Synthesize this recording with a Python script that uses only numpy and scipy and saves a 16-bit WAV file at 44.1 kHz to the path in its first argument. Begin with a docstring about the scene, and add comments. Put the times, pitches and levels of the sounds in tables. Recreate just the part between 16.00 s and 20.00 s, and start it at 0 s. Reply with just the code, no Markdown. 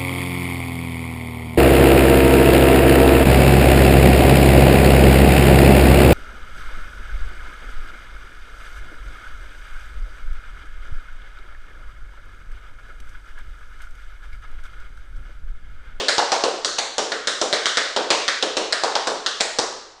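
"""The ring of a tap already struck is heard first; then tap shoes step and shuffle on a wooden floor.
Each blow is a sharp click and its close reflection, filtered by broad resonances of floor, sole and plate.
Decaying sines ring floor and plate; shaped noise and discrete echoes make the bare, mirrored studio corner.
Some blows add a graze or a ping; a faint low rush lies beneath, and a small microphone rounds off the peaks."""
import sys
import numpy as np
from scipy import signal
from scipy.fft import rfft, irfft
from scipy.io import wavfile

SR = 44100
rng = np.random.default_rng(int(sys.argv[2]) if len(sys.argv) > 2 else 0)


def store_pcm(level_fs):
    """Save levels as 16-bit WAV."""
    pcm = np.round(np.clip(level_fs, -1, 1) * 32767).astype(np.int16)
    wavfile.write(sys.argv[1], SR, np.atleast_2d(pcm).T)


N = 176400  # samples in the scene
SIZE = 4096  # samples in the transform behind each spectrum
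HZ = np.maximum(np.fft.rfftfreq(SIZE, 1 / SR), 1)


# The blows of the shoes: t/s, click level/dB, close echo delay t/s, close echo level/dB,
# six resonance levels/dB (thump, boards, sole, clack, plate, plate top),
# four resonance centres f/Hz (sole, clack, plate, plate top),
# low and middle hollow depth level/dB, middle hollow f/Hz, high hollow depth level/dB, high hollow f/Hz
TAPS = [(-0.035, -4, 0.003, -8, -3, 29, 25, 17, 21.5, 14.5, 820, 1880, 3330, 5760, 3.5, 2060, 4, 6310),
        (0.0843, -5.5, 0.0035, -6, -10, 14, 25.5, 26, 23, 15, 613, 1700, 4120, 6950, 4, 2600, 5, 6180),
        (0.182, -2, 0.0024, -9, -25, 26.5, 31, 23, 20.5, 7, 794, 1310, 4210, 6960, 0, 2450, 3, 4400),
        (0.319, -6.5, 0.0024, -7.5, -5, 20, 32.5, 18.5, 18.5, 16, 784, 2000, 3940, 5840, 2.5, 2140, 3, 6800),
        (0.4383, -4, 0.0028, -5, -25, 31.5, 31, 16, 15.5, 9, 777, 2600, 4310, 6710, 6, 2310, 0, 5300),
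        (0.6476, -2, 0.0028, -13, 2, 19, 14, 21, 20.5, 15.5, 580, 1300, 4300, 5860, 6.5, 2360, 5, 5220),
        (0.788, -2.5, 0.004, -8.5, -9, 16, 22.5, 16.5, 18.5, 12.5, 790, 1840, 3950, 6400, -0.5, 2170, 14, 5230),
        (0.982, -3, 0.0035, -9, -5, 27, 25, 17.5, 17, 16.5, 730, 1350, 3420, 5870, -0.5, 2450, 4, 6160),
        (1.1196, -8, 0.0028, -5, -18, 21.5, 18, 22, 13.5, -1, 570, 1500, 3900, 7150, 4, 2470, 2.5, 4710),
        (1.2729, -8, 0.0032, -4, -14, 20, 17.5, 23, 22.5, 11, 560, 1480, 4060, 7220, 3.5, 2520, 8.5, 4560),
        (1.4148, -5.5, 0.0028, -6.5, -8, 28, 25, 19, 16, 16.5, 685, 1260, 3400, 5930, 0, 2450, 3, 6260),
        (1.528, -5, 0.005, -8, -22, 25, 26.5, 24, 21.5, 12.5, 720, 1730, 3900, 6550, 6, 2620, 4, 7000),
        (1.6576, -2, 0.0057, -17, -2, 16.5, 20.5, 25, 23.5, 16, 920, 1520, 3360, 6000, 9, 2530, 1, 5340),
        (1.772, -4, 0.004, -6.5, -25, 20.5, 24.5, 26.5, 21.5, 14, 637, 1650, 3950, 6300, 4.5, 2580, 4, 6300),
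        (1.9635, -6, 0.0032, -5.5, -23, 28.5, 28, 20, 18, 11.5, 716, 1380, 3470, 5600, 0.5, 2450, 4, 6000),
        (2.1043, -2.5, 0.0034, -5, 2, 28.5, 30.5, 25.5, 23, 15.5, 850, 2260, 4150, 6600, 3, 2140, 1, 5430),
        (2.2805, -5.5, 0.0042, -3, -12, 13.5, 17.5, 26, 21.5, 11, 624, 1650, 3700, 6090, 6, 2890, 1, 6650),
        (2.4264, -2, 0.0034, -6, -17, 27, 24, 18.5, 19.5, 13, 690, 1390, 3350, 5800, 2, 2450, 3, 6170),
        (2.5692, -6, 0.0033, -4.5, -8, 28.5, 27, 19, 18, 8, 814, 2480, 4400, 6340, 5.5, 2310, 7, 4840),
        (2.725, -8, 0.0037, 0, -13, 3, 22, 24.5, 19, 7.5, 660, 1560, 4320, 7360, 4.5, 2350, 5, 6130),
        (2.8362, -4, 0.0028, -8, -17, 26, 30, 12, 15.5, 10.5, 860, 2210, 4080, 6350, 2, 2290, 1, 6600),
        (2.954, -4.5, 0.0028, -6, -27, 18, 27.5, 16, 17, 14, 810, 1660, 3450, 5250, 0, 2450, 1, 5730),
        (3.0721, -5.5, 0.0035, -4.5, -25, 28, 24, 22, 14.5, 11.5, 685, 1170, 3960, 6300, -0.5, 2450, 6, 6650),
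        (3.2627, -4, 0.0038, -5, -26, 15.5, 16, 21, 20, 10, 890, 1360, 3640, 5940, 7, 2310, 0, 6350),
        (3.4077, 2.5, 0.0043, -2, -6, 16.5, 23.5, 20.5, 18, 14, 660, 1860, 4080, 7000, -0.5, 2450, 3, 5960),
        (3.5871, -4, 0.0038, -1.5, 4, 26.5, 28, 15, 16.5, 16.5, 846, 1830, 4200, 5800, 5.5, 2260, 1, 6500)]


def dance(mix):
    """Superposition: successive blows add linearly, each with its own excitation and resonances."""
    for start_s, *blow in TAPS:
        add(mix, start_s, tap(*blow))


THUMP_HZ, BOARDS_HZ = 126, 452


def tap(click_db, echo_delay_s, echo_db, thump_db, boards_db, sole_db, clack_db, plate_db, top_db,
        sole_hz, clack_hz, plate_hz, top_hz, *hollows):
    """Source and filter: click, close echo, ringing and room pass through the spectrum of the blow."""
    t = np.arange(SR) / SR
    levels_db = (thump_db, boards_db, sole_db, clack_db, plate_db, top_db)
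    centres_hz = (THUMP_HZ, BOARDS_HZ, sole_hz, clack_hz, plate_hz, top_hz)
    colour = shoe(levels_db, centres_hz, *hollows)
    paths = studio(t) + floor_ring(t) + plate_body(t)
    add(paths, 0, click_and_close_echo(click_db, echo_delay_s, echo_db))
    return signal.fftconvolve(paths, pulse(colour))


# Quality factor Q of thump, boards, sole, clack, plate, plate top [no unit]
SHARPNESS = [1.9, 1.62, 1.42, 1.38, 1.7, 1.9]
# Widths of the low, middle and high hollows, centre to 1/e of the depth in dB: f/Hz
HOLLOW_WIDTHS_HZ = [187, 250, 390]
LOW_HOLLOW_HZ = 852


def shoe(levels_db, centres_hz, hollow_db, middle_hz, high_db, high_hz):
    """Resonance: broad peaks of floor, sole and plate; light toe blows leave gaps between them."""
    power = 0
    for db, hz, q in zip(levels_db, centres_hz, SHARPNESS):
        detuning = HZ / hz - hz / HZ
        power = power + (amp(db) / (1 + (q * detuning) ** 2)) ** 2
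    depths_db = (hollow_db, hollow_db, high_db)
    hollow_centres_hz = (LOW_HOLLOW_HZ, middle_hz, high_hz)
    loss_db = 0
    for db, hz, width in zip(depths_db, hollow_centres_hz, HOLLOW_WIDTHS_HZ):
        loss_db = loss_db + db * np.exp(-((HZ - hz) / width) ** 2)
    return np.sqrt(power) * amp(-loss_db)


# Colour shared by the click and its close echo: f/Hz, level/dB
DIRECT = [(60, 8.5), (150, 4), (400, -2), (900, -7), (2000, -1.5), (4000, 3), (8000, 2)]


def click_and_close_echo(click_db, echo_delay_s, echo_db):
    """Direct sound and early reflection: a sharp click, then its close return from floor or mirror."""
    arrivals = np.zeros(SIZE)
    add(arrivals, 0, amp(click_db) * contact())
    add(arrivals, echo_delay_s, amp(echo_db) * contact())
    return signal.fftconvolve(arrivals, pulse(amp(read(DIRECT, HZ))))


CHATTER_S, CHATTER_DB = 0.00095, -4  # amplitude decay time; level against the click


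def contact():
    """Impulsive excitation: a sharp click, then a tiny noise rattle as the plate settles on the wood."""
    t = np.arange(256) / SR
    hit = amp(CHATTER_DB) * unit(rng.standard_normal(len(t)) * np.exp(-t / CHATTER_S))
    hit[0] -= 1  # the click is one sample long
    return unit(hit)


# Modes of the metal plate, before the colour of the blow: f/Hz, level/dB, decay by 60 dB t/s
PLATE_MODES = [(3280, -61, 0.062), (3720, -55, .05), (4290, -43, 0.07), (4880, -42, 0.063)]


def plate_body(t):
    """Modal vibration: the plate rings briefly at a few natural frequencies."""
    return ring(PLATE_MODES, t)


# Modes of the floor, before the colour of the blow: f/Hz, level/dB, decay by 60 dB t/s
FLOOR_MODES = [(230.3, -58, 0.45), (270.7, -56.5, 0.56), (321, -57, 0.56), (389, -63, 0.55),
               (434, -58.5, 0.58), (469.6, -62, .45), (507.3, -59.5, 0.49), (567, -60, 0.53),
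               (666, -62.5, 0.56), (1052, -64, 0.5)]


def floor_ring(t):
    """Modal vibration: the floor rings under every step."""
    return ring(FLOOR_MODES, t)


def ring(modes, t):
    """Free decay: a sum of exponentially dying sines, with very slightly varied strengths."""
    total = 0
    for hz, db, t60 in modes:
        strength = rng.uniform(0.92, 0.93)
        total = total + strength * amp(db - 60 * t / t60) * np.sin(2 * np.pi * hz * t)
    return total


# Pings of the plate into the room on some blows: t/s, f/Hz, level/dB before the room
RINGS = [(.0845, 4900, -7), (.182, 2880, -3), (.648, 4450, -6), (.788, 4220, -1), (1.6575, 3650, 0),
         (1.772, 3700, -8), (2.725, 4900, -6), (3.408, 7550, -3)]
RING_T60 = 0.017  # s


def plate_rings(mix):
    """Free decay in a reverberant space: brief metallic pings are held by the room."""
    t = np.arange(SR) / SR
    for start_s, hz, db in RINGS:
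        ping = unit(np.sin(2 * np.pi * hz * t) * amp(-60 * t / RING_T60))
        add(mix, start_s, amp(db) * signal.fftconvolve(ping, studio(t)))


# Grazes of the plate on the floor just before some blows: t/s, level/dB
GRAZES = [(0.7843, 4), (3.4036, 1)]
# Colour of metal brushing wood: f/Hz, level/dB
GRAZE_COLOUR = [(100, -22), (700, 0), (1600, 3), (2500, 1), (4200, -2), (7500, -5), (10000, -10)]
GRAZE_S = .002  # amplitude decay time


def grazes(mix):
    """Friction noise: a few milliseconds of metal brushing wood, as filtered, decaying noise."""
    t = np.arange(SIZE) / SR
    for start_s, db in GRAZES:
        scrape = rng.standard_normal(SIZE) * np.exp(-t / GRAZE_S)
        coloured = signal.fftconvolve(scrape, pulse(amp(read(GRAZE_COLOUR, HZ))))
        add(mix, start_s, amp(db) * unit(coloured))


EARLY_DB, EARLY_S = -13.5, 0.007  # early scatter: level, energy decay time
ROOM_DB, ROOM_START_S, ROOM_RISE_S = 0, 0.0022, .003


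def studio(t):
    """Room impulse response: early scatter, a long tail and discrete reflections at one floor spot."""
    rise = np.clip((t - ROOM_START_S) / ROOM_RISE_S, 0, 1)
    early = rng.standard_normal(len(t)) * rise * np.exp(-t / (2 * EARLY_S))
    room = amp(ROOM_DB) * late_tail(t) * rise + amp(EARLY_DB) * unit(early)
    wall_echoes(room)
    return room


# Reverberation time of the studio: f/Hz, decay by 60 dB t/s
ROOM_T60 = [(100, 0.52), (300, 0.81), (700, 0.67), (1400, 0.79), (2300, 0.77), (4200, 0.83), (7000, 0.74),
            (10000, 0.52)]
LOW_ROOM_HZ, LOW_RISE_S, LOW_ROOM_DB = 650, 0.02, -1.1


def late_tail(t):
    """Reverberation: diffuse noise decays at a rate set by frequency; its low end builds up more slowly."""
    hz, when, z = signal.stft(rng.standard_normal(len(t)), SR, nperseg=256)
    t60 = read(ROOM_T60, hz)[:, None]
    low = 1 / (1 + (hz[:, None] / LOW_ROOM_HZ) ** 4)  # share of the low end
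    build = 1 - low + low * amp(LOW_ROOM_DB) * np.minimum(when / LOW_RISE_S, 1)
    # equal energy for every decay time, before the build-up
    level = np.sqrt(np.log(10 ** 6) / (t60 * SR))
    decaying = z * build * amp(-60 * when / t60) * level
    return signal.istft(decaying, SR, nperseg=256)[1][:len(t)]


# Click reflections from near walls and mirror: mean delay t/s, level/dB
ECHOES = [(.0074, -15.5), (.0098, -18), (.0118, -15), (.0146, -18.5), (0.02, -30), (.047, -34.5)]
# Stronger wall reflections of the boards' knock: mean delay t/s, level/dB
KNOCK_ECHOES = [(.0098, -7.5), (.0445, -11)]
# Colour of the returned knock: f/Hz, level/dB
KNOCK_COLOUR = [(100, -9), (300, -4), (550, 0.5), (900, -0.5), (1500, -11), (3000, -26.5)]
ECHO_SPREAD_S = .0006  # standard deviation: the feet move between taps


def wall_echoes(room):
    """Specular reflection: near walls and mirror return delayed clicks and knocks."""
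    for delay_s, db in ECHOES:
        add(room, delay_s + ECHO_SPREAD_S * rng.standard_normal(), amp(db) * contact())
    knock = pulse(amp(read(KNOCK_COLOUR, HZ)))
    for delay_s, db in KNOCK_ECHOES:
        add(room, delay_s + ECHO_SPREAD_S * rng.standard_normal(), amp(db) * knock)


# Spectral shape of the still room: f/Hz, relative level/dB per Hz
HUM = [(20, 5), (60, -5.5), (200, -23.5), (1000, -5), (8000, -35)]
HUM_DB = -50.5  # RMS level before the microphone


def still_room():
    """Stationary background noise: a faint low rush, shaped in the frequency domain."""
    spectrum = rfft(rng.standard_normal(N))
    noise = irfft(spectrum * amp(read(HUM, np.fft.rfftfreq(N, 1 / SR))), N)
    return amp(HUM_DB) * unit(noise) * np.sqrt(N)


def amp(db):
    """Logarithmic level: converts decibels to amplitude gain."""
    return 10 ** (np.asarray(db) / 20)


def read(points, hz):
    """Interpolation: reads a curve along a logarithmic frequency axis."""
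    f, value = np.transpose(points)
    return np.interp(np.log(hz + 1), np.log(f), value)  # +1 avoids log(0)


def unit(x):
    """Energy normalization: scales the sum of squares to one."""
    return x / (np.linalg.norm(x) + 1e-12)


def add(mix, start_s, sound):
    """Superposition: adds a sound in place at its start, dropping what falls outside."""
    at = round(start_s * SR)
    sound = sound[max(-at, 0):]
    part = mix[max(at, 0):][:len(sound)]
    part += sound[:len(part)]


def pulse(gain):
    """Minimum phase: the most compact causal pulse with this magnitude spectrum."""
    both_sides = np.r_[gain, gain[-2:0:-1]]
    log_gain = np.log(np.maximum(both_sides, 1e-5))
    return irfft(np.exp(np.conj(signal.hilbert(log_gain)))[:len(gain)])


def scene():
    """Superposition: taps, grazes and pings over the still room."""
    mix = still_room()
    dance(mix)
    grazes(mix)
    plate_rings(mix)
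    return mix[None]


# Microphone colour: f/Hz, level/dB
MIC = [(30, -7.5), (100, -2), (200, 1), (320, -1.5), (600, 0.5), (1100, -0.5), (2000, -1), (2600, -0.5),
       (3300, -1), (5500, 0.5), (7500, -1.5), (9000, -3.5), (10200, -9.5), (11200, -24), (12200, -34)]
CEILING = 0.67  # amplitude that the rounded peaks approach
EDGE_HZ = 12300


def record(dry):
    """Transduction: soft overload of the peaks, then microphone colour and the band limit."""
    rounded = dry / (1 + (dry / CEILING) ** 4) ** .25
    coloured = signal.fftconvolve(rounded, pulse(amp(read(MIC, HZ)))[None])[:, :N]
    low_pass = signal.firwin(511, EDGE_HZ, window=("kaiser", 9), fs=SR)
    return signal.oaconvolve(coloured, low_pass[None], "same")


dry = scene()
out = record(dry)
store_pcm(out)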